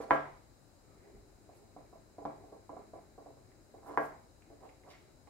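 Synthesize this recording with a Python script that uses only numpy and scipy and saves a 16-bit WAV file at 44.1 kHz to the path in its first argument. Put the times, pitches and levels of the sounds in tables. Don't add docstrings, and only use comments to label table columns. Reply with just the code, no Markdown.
import sys
import numpy as np
from scipy import signal
from scipy.fft import rfft, irfft, next_fast_len
from scipy.io import wavfile

SR = 44100
rng = np.random.default_rng(int(sys.argv[2]) if len(sys.argv) > 2 else 0)


def int16_out(signal):
    q = np.round(np.clip(np.atleast_2d(signal).T, -1, 1) * 32767)
    wavfile.write(sys.argv[1], SR, q.astype(np.int16))


N = 233453
T = np.arange(N) / SR

# frequency in Hz, relative level in dB.
RUMBLE_TONE = [(15, -53), (25, 2.5), (70, -3), (102, -1.5), (170, -14), (289, -5), (464, -12), (544, -8),
               (840, -13.5), (1060, -17.5), (1550, -20), (1890, -25), (2800, -29), (3640, -35),
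               (6160, -120)]
HISS_TONE = [(1650, -27.5), (2800, -32.5), (3500, -19), (3930, 2), (4400, -5.5), (5160, -1), (5660, -9.5),
             (6780, -1.5), (7880, -3), (8530, -7), (9780, -8), (10400, -12), (11200, -8.5), (12100, -14),
             (15600, -14)]
# frequency in Hz, left minus right in dB.
BACKGROUND_LEAN = [(60, 6), (150, 22), (400, -2.5), (2000, 6), (5000, 1), (9000, 0.5), (13000, -4.5)]
# frequency in Hz, likeness (0 unrelated, 1 the same).
STEREO_LIKENESS = [(50, 0.97), (250, 0.83), (500, 0.38), (1100, 0), (2000, 0.087)]
# delay in milliseconds, strength as a factor.
ECHOES_LEFT = [(3.0, 0.3), (6.0, 0.13), (7.1, 0.21), (9.1, 0.47), (13.1, 0.103), (19.5, 0.22)]
ECHOES_RIGHT = [(4.1, 0.48), (5.2, 0.59), (6.2, 0.39), (9.9, 0.16), (12.8, 0.24), (24.0, 0.11)]
# frequency in Hz, seconds to fade by 60 dB.
ROOM_FADES = [(150, 0.97), (500, 0.54), (1500, 0.42), (4000, 0.65), (12000, 0.26)]
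# start in seconds, length in seconds, level in dB.
STIRS = [(0.824, 0.29, -63.5), (1.021, 0.19, -61.5), (1.227, 2.6, -68), (4.386, 0.77, -65.5)]
# frequency in Hz, relative level in dB.
LAP_TONE = [(90, 0), (200, -0.5), (300, -4), (365, 15.5), (440, 3.5), (600, -6.5), (900, -24),
            (1300, -17.5), (2300, -9), (4000, -69.5)]
# start in seconds, pitch in Hz, level in dB.
WET_TICKS = [(3.518, 1920, -55), (4.053, 7600, -43), (4.422, 2370, -51.5), (4.692, 2220, -46.5),
             (4.836, 2060, -52.5), (5.274, 2200, -52.5)]
# start in seconds, length in seconds, level in dB, pitch in Hz, vibrations each tiny click rings for.
BRIEF_HISSES = [(0.859, 0.14, -74, 1270, 30), (0.948, 0.18, -79.5, 2080, 14), (1.513, 0.057, -76, 2220, 12),
                (1.52, 0.1, -74, 9000, 4), (3.835, 0.083, -69.5, 11000, 4), (3.854, .125, -71, 2050, 10),
                (3.942, .18, -70, 11500, 4.7), (4.621, 0.082, -74.5, 2390, 4),
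                (4.869, 0.14, -64.5, 2150, 7), (4.874, 0.076, -64, 4670, 4)]
# start in seconds, pitch in Hz, level in dB.
HAND_THUMPS = [(1.14, 66, -44), (4.088, 95, -49)]
# start in seconds, length in seconds, strength in dB,
# frequency in Hz above which the push is muffled.
SHOVES = [(0.0, 0.043, -50, 2370), (0.026, 0.086, -43, 420), (0.091, 0.033, -32, 695),
          (1.034, 0.049, -55, 560), (1.451, 0.027, -60.5, 423), (1.563, .09, -52, 420),
          (2.301, 0.27, -52, 405), (3.267, 0.027, -58, 690), (3.821, 0.033, -54, 900),
          (3.85, 0.11, -48, 1220), (3.861, 0.056, -38.5, 470), (3.935, 0.014, -42, 700),
          (4.498, 0.036, -48, 504), (4.599, 0.041, -52, 680), (4.618, 0.049, -46.5, 680),
          (4.627, 0.037, -59, 1400), (4.83, 0.11, -52.5, 650), (4.858, 0.039, -55.5, 1150)]
# frequency in Hz, relative level in dB.
CLACK_TONE = [(60, -70.5), (160, -30.5), (300, -14.5), (460, -9.5), (590, -2.5), (760, 0), (1020, -1),
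              (1230, -2.5), (1680, -6.5), (2200, -7.5), (2700, -19.5), (3400, -15.5), (5000, -19.5),
              (12000, -28)]
# pitch in Hz, level in dB when spot 0 of the foot
# lands, level in dB when spot 1 lands, seconds to fade by 60 dB before extra damping.
BOWL_NOTES = [(146, -36, -42, .6), (215, -39, -37, .3), (250, -35, -35, .3), (291, -22.5, -24.5, .38),
              (335, -30, -34, .3), (423, -33, -26, .34), (445, -33, -23, .34), (475, -33, -27, .3),
              (524, -27, -28, .38), (545, -30, -32, .32), (591, -36, -25, .3), (641, -26, -30, .36),
              (660, -21, -21.5, .38), (690, -28, -31, .3), (776, -27, -24, .32), (797, -26, -24, .3),
              (829, -28, -30, .33), (914, -35, -24, .3), (955, -28, -35, .3), (1009, -22, -29, .44),
              (1055, -37, -27, .38), (1126, -31, -22, .32), (1150, -30, -39, .35), (1233, -34, -35, .34),
              (1330, -30, -34, .38), (1365, -29, -36, .26), (1416, -41, -30, .34), (1572, -36, -35, .36),
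              (1620, -23.5, -23, .39), (1658, -36, -37, .4), (1868, -36, -35, .28), (1925, -38, -30, .32),
              (2202, -32, -36, .34), (2320, -38, -39, .33), (2503, -34, -34, .22), (2848, -42, -42, .42),
              (3061, -33, -34, .34), (4050, -47, -47, .6)]
# start in seconds, strength in dB, clunk pitch in Hz,
# boosts in dB for the low body, the hard edge and the ringing, spot on the foot from 0 to 1.
LANDINGS = [(0.002, -27.5, 466, -1.5, 7, 5.5, 0.54), (0.1082, -7.5, 1000, -2, 3, 0.5, 0.18),
            (1.491, -38, 715, -1.5, -4, -2, 1), (1.7642, -33, 750, 6, 9, -1, 0.4),
            (1.781, -45, 695, 2, 13, -8, 0.6), (1.9282, -40, 710, -5, 13, 3, 0.6),
            (1.957, -42, 665, 6, -2, -7, 0.64), (2.183, -29.5, 706, -4, -1.5, 2, .3),
            (2.218, -40.5, 437, -5, -3, 9.5, .5), (2.2525, -18, 800, 6, 0.5, -3.5, 0.34),
            (2.439, -38.5, 750, -2, 1, 1.5, 0.7), (2.5232, -38, 664, -0.5, 5, 7.5, 1),
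            (2.6935, -30, 1016, -11, 10.5, 4.5, .3), (2.730, -35.5, 630, -8, 3, -1, 0.7),
            (2.7669, -30.5, 750, 3, 11, 2, 0.3), (2.795, -38, 653, 2, 6, -7, 0.3),
            (2.935, -30.5, 680, -10.5, 6, 2, 0.55), (2.957, -37, 744, -5, -7, 0.5, 0.7),
            (2.987, -38, 727, 1, 2, -5, 0.47), (3.179, -37, 750, -1, 7.5, 6, 1),
            (3.261, -34, 730, -4, 1, 2.5, 0.8), (3.369, -48.5, 550, -16, 10.5, 7.5, 0.9),
            (3.7407, -37.5, 712, -8, -10, 5.5, 0.95), (3.9744, -10.5, 1105, 1, -4.5, -2.5, 1),
            (5.273, -46, 820, 2, 16, 6.5, 0.8)]

RIGHT_LAG_MS = 0.08
SNAP_DB, CRACK_DB, SETTLE_DB = (-27, -15.5), (-33, -7), (-22.5, -25)
CLUNK_DB, CLUNK_CYCLES = (-4.5, -12), (26, 21)
REBOUND_S, REBOUND_DB = (0.036, .073), (-12.5, -22.5)
SKID_S, SKID_DB = (.03, 0.065), (-22, -40.5)
PAN_DB = (-2.5, 0.5)


def undb(db):
    return 10 ** (np.asarray(db) / 20)


def level(x, db):
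    return x * undb(db) / np.sqrt(np.mean(x ** 2) + 1e-30)


def read(points, hz):
    f, value = np.transpose(points)
    return np.interp(np.log(np.maximum(hz, 1)), np.log(f), value)


def colour(x, points):
    n = x.shape[-1]
    size = next_fast_len(n)
    gain = undb(read(points, np.arange(size // 2 + 1) * SR / size))
    return irfft(rfft(x, size) * gain, size)[..., :n]


def shortest_click(points, size=2048):
    gain = undb(read(points, np.arange(size // 2 + 1) * SR / size))
    cepstrum = irfft(np.log(gain))
    cepstrum[1:size // 2] *= 2
    cepstrum[size // 2 + 1:] = 0
    click = irfft(np.exp(rfft(cepstrum)))
    return click / np.abs(click).max()


def lowpass(x, hz, order=3):
    return signal.sosfilt(signal.butter(order, min(hz, SR / 2 - 1), fs=SR, output="sos"), x + 1e-18)


def boost(x, db, hz, width_hz):
    band = signal.lfilter(*signal.iirpeak(hz, hz / width_hz, fs=SR), x + 1e-18)
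    return x + (undb(db) - 1) * band


def convolve(x, response):
    return signal.fftconvolve(np.atleast_2d(x), np.atleast_2d(response), axes=1)[:, :N]


def fade(t, fade_s):
    return np.exp(-np.log(1000) * t / fade_s)


def add(out, s, x):
    start = max(int(s * SR), 0)
    part = out[..., start:start + x.shape[-1]]
    part += x[..., :part.shape[-1]]


def crackle(n, rate, spread_db):
    clicks = (rng.random(n) < rate / SR) * rng.standard_normal(n)
    return clicks * undb(spread_db * rng.standard_normal(n))


def pop(hz, db, cycles):
    t = T[:SR // 4]
    return undb(db) * np.sin(2 * np.pi * hz * t) * fade(t, cycles / hz)


def room_noise(n):
    shared, apart = rng.standard_normal((2, n))
    likeness = [(hz, np.clip(alike, -.95, .95)) for hz, alike in STEREO_LIKENESS]
    shared = colour(shared, [(hz, 10 * np.log10(1 + alike)) for hz, alike in likeness])
    apart = colour(apart, [(hz, 10 * np.log10(1 - alike)) for hz, alike in likeness])
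    return np.array([shared + apart, shared - apart])


def background():
    rumble = level(colour(room_noise(N), RUMBLE_TONE), db=-64)
    hiss = level(colour(rng.standard_normal((2, N)), HISS_TONE), db=-72.5)
    return np.array([colour(side, [(hz, sign * db / 2) for hz, db in BACKGROUND_LEAN])
                     for side, sign in zip(rumble + hiss, (1, -1))])


def kitchen(rise_s=.012):
    t = T[:SR * 3 // 4]
    spectrum = rfft(room_noise(len(t)))
    hz = np.arange(spectrum.shape[1]) * SR / len(t)
    wash = 0
    for centre_hz, fade_s in ROOM_FADES:
        band = read([(f, f == centre_hz) for f, _ in ROOM_FADES], hz)
        wash = wash + irfft(spectrum * band, len(t)) * fade(t, fade_s)
    wash = wash * (1 - np.exp(-t / rise_s)) ** 2
    response = level(wash, db=-5.5) / np.sqrt(len(t))
    direct = (0.044, 0.88)
    for side, lag_ms, echoes in zip(response, (0, RIGHT_LAG_MS), (ECHOES_LEFT, ECHOES_RIGHT)):
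        for ms, strength in [direct, *echoes]:
            side += strength * np.sinc((t - (ms + lag_ms) / 1000) * SR)
    return response


def batter_motion(ramp_s=0.034, slosh_limit_db=-52.5):
    power = np.zeros(N)
    for s, length, db in STIRS:
        stirring = np.clip(np.minimum(T - s, s + length - T) / ramp_s, 0, 1)
        power += (undb(db) * stirring) ** 2
    for s, db, *_ in LANDINGS:
        slosh_db = min(db - 28.5, slosh_limit_db)
        add(power, s, (undb(slosh_db) * fade(T[:SR], fade_s=0.71)) ** 2)
    return np.sqrt(power)


def batter(bubbles_per_s=55, middle_hz=430, cycles=10, glide=.2):
    plops = np.zeros(N)
    t = T[:SR // 10]
    for when, pitch, size in rng.random((int(bubbles_per_s * N / SR), 3)):
        hz = middle_hz * 2 ** (1.6 * (pitch - .5))
        life_s = cycles / hz
        phase = 2 * np.pi * hz * t * (1 + glide * t / life_s / 2)
        envelope = fade(t, life_s) * (1 - np.exp(-t * hz))
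        add(plops, when * N / SR, undb(10 * size) * np.sin(phase) * envelope)
    laps = colour(crackle(N, rate=500, spread_db=2), LAP_TONE)
    return (level(plops, db=-9) + level(laps, db=-5)) * batter_motion()


def brief_hisses():
    out = np.zeros(N)
    for s, length, db, hz, cycles in BRIEF_HISSES:
        n = int(length * SR)
        grains = crackle(SR // 2, rate=4000, spread_db=3)
        fizz = convolve(grains, pop(hz, 0, cycles))[0, :n]
        add(out, s, level(fizz, db) * np.hanning(n))
    return out


def finger():
    out = np.zeros(N)
    for s, hz, db in WET_TICKS:
        add(out, s, pop(hz, db, cycles=12))
    for s, hz, db in HAND_THUMPS:
        add(out, s, pop(hz, db, cycles=3.1))
    return out


def by_strength(db, soft_and_hard, hard_from_db=-22):
    soft, hard = soft_and_hard
    return soft + (hard - soft) / (1.5 + np.exp(hard_from_db - db))


def contact_hz(db, cushioned_db=-22, db_per_octave=9):
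    return 744 * 2 ** (max(db - cushioned_db, 0) / db_per_octave)


def clack(room):
    return convolve(shortest_click(CLACK_TONE), room)[:, :room.shape[1]]


def bowl_notes(rise_s=0.0019, damping=1.21):
    t = T[:SR * 3 // 4]
    notes = []
    for hz, _, _, fade_s in BOWL_NOTES:
        apart = min(hz / 550, 1.0) * rng.choice([-1, 1]) * rng.uniform(.55, .9) * np.array([[1], [-1]])
        phase = 2 * np.pi * hz * t + rng.uniform(0, 2 * np.pi)
        notes.append(fade(t, fade_s / damping) * np.sin(phase + apart))
    return np.array(notes) * (1 - np.exp(-t / rise_s)) ** 2


def ring(notes, spot):
    _, spot_0_db, spot_1_db, _ = np.transpose(BOWL_NOTES)
    db = spot_0_db + np.clip(spot, 0, 1) * (spot_1_db - spot_0_db)
    return np.tensordot(undb(db + rng.standard_normal(len(BOWL_NOTES))), notes, 1)


def skids(delay_s=0.0056):
    return [(s + delay_s, by_strength(db, SKID_S), db + by_strength(db, SKID_DB), 0.71 * contact_hz(db))
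            for s, db, *_ in LANDINGS]


def slides(bowl, room, pan_db=-3):
    force, grit = np.zeros(N), np.zeros(N)
    for s, length, db, hz in [*SHOVES, *skids()]:
        n = int(length * SR)
        press = signal.windows.tukey(n, .25)
        slips = crackle(SR // 2, rate=900, spread_db=2)[:n]
        grains = crackle(SR // 2, rate=6000, spread_db=4)[:n]
        grit_db = db - 24 + 12 * np.log2(hz / 1000)
        add(force, s, lowpass(level(slips, db) * press, hz))
        add(grit, s, level(grains, grit_db) * press)
    shake = convolve(force, bowl) / np.sqrt(np.sum(bowl ** 2) / 2)
    grit = grit - lowpass(grit, hz=3000, order=1)
    grit = lowpass(grit, hz=7500, order=2)
    return shake * undb(np.array([[pan_db], [-pan_db]]) / 2) + convolve(grit, room)


def settle(length_s=.019):
    t = T[:int(length_s * SR)]
    return signal.chirp(t, f0=544, t1=length_s, f1=235) * np.hanning(len(t))


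def crack(db):
    return lowpass(pop(hz=2080, db=by_strength(db, CRACK_DB), cycles=15), hz=3100, order=4)


def blow(db, snap_hz=6720):
    rebound_db = db + by_strength(db, REBOUND_DB)
    pushes = [(0, db, contact_hz(db)),
              (0, db + by_strength(db, SNAP_DB), snap_hz),
              (by_strength(db, REBOUND_S), rebound_db, contact_hz(rebound_db))]
    force = np.zeros(SR // 6)
    for delay_s, push_db, hz in pushes:
        add(force, delay_s, undb(push_db) * lowpass(signal.unit_impulse(2048), hz))
    return force


def knocks(room_clack, notes, settle_delay_s=0.0042):
    out = np.zeros((2, N))
    for s, db, clunk_hz, body_db, edge_db, ring_db, spot in LANDINGS:
        bowl = room_clack + undb(ring_db) * ring(notes, spot)
        clunk = pop(clunk_hz, by_strength(db, CLUNK_DB), by_strength(db, CLUNK_CYCLES))
        foot = clunk + crack(db)
        add(bowl[0], 0, foot)
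        add(bowl[1], RIGHT_LAG_MS / 1000, foot)
        force = boost(blow(db), body_db, hz=200, width_hz=110)
        force = boost(force, edge_db, hz=1252, width_hz=175)
        pan_db = by_strength(db, PAN_DB) * np.array([[1], [-1]]) / 2
        add(out, s, undb(pan_db) * convolve(force, bowl))
        add(out, s + settle_delay_s, undb(pan_db + db + by_strength(db, SETTLE_DB)) * settle())
    return out


def scene():
    room = kitchen()
    room_clack = clack(room)
    notes = bowl_notes()
    pressed_bowl = room_clack + undb(-5) * ring(notes, spot=1.0)
    bowl = knocks(room_clack, notes) + slides(pressed_bowl, room)
    small_sounds = convolve(batter() + brief_hisses() + finger(), room)
    return background() + small_sounds + bowl


def record(dry, bottom_hz=34, top_hz=15750):
    dry = signal.sosfilt(signal.butter(6, bottom_hz, "high", fs=SR, output="sos"), dry)
    return signal.sosfilt(signal.ellip(10, .1, 70, top_hz, fs=SR, output="sos"), dry)


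dry = scene()
out = record(dry)
int16_out(out)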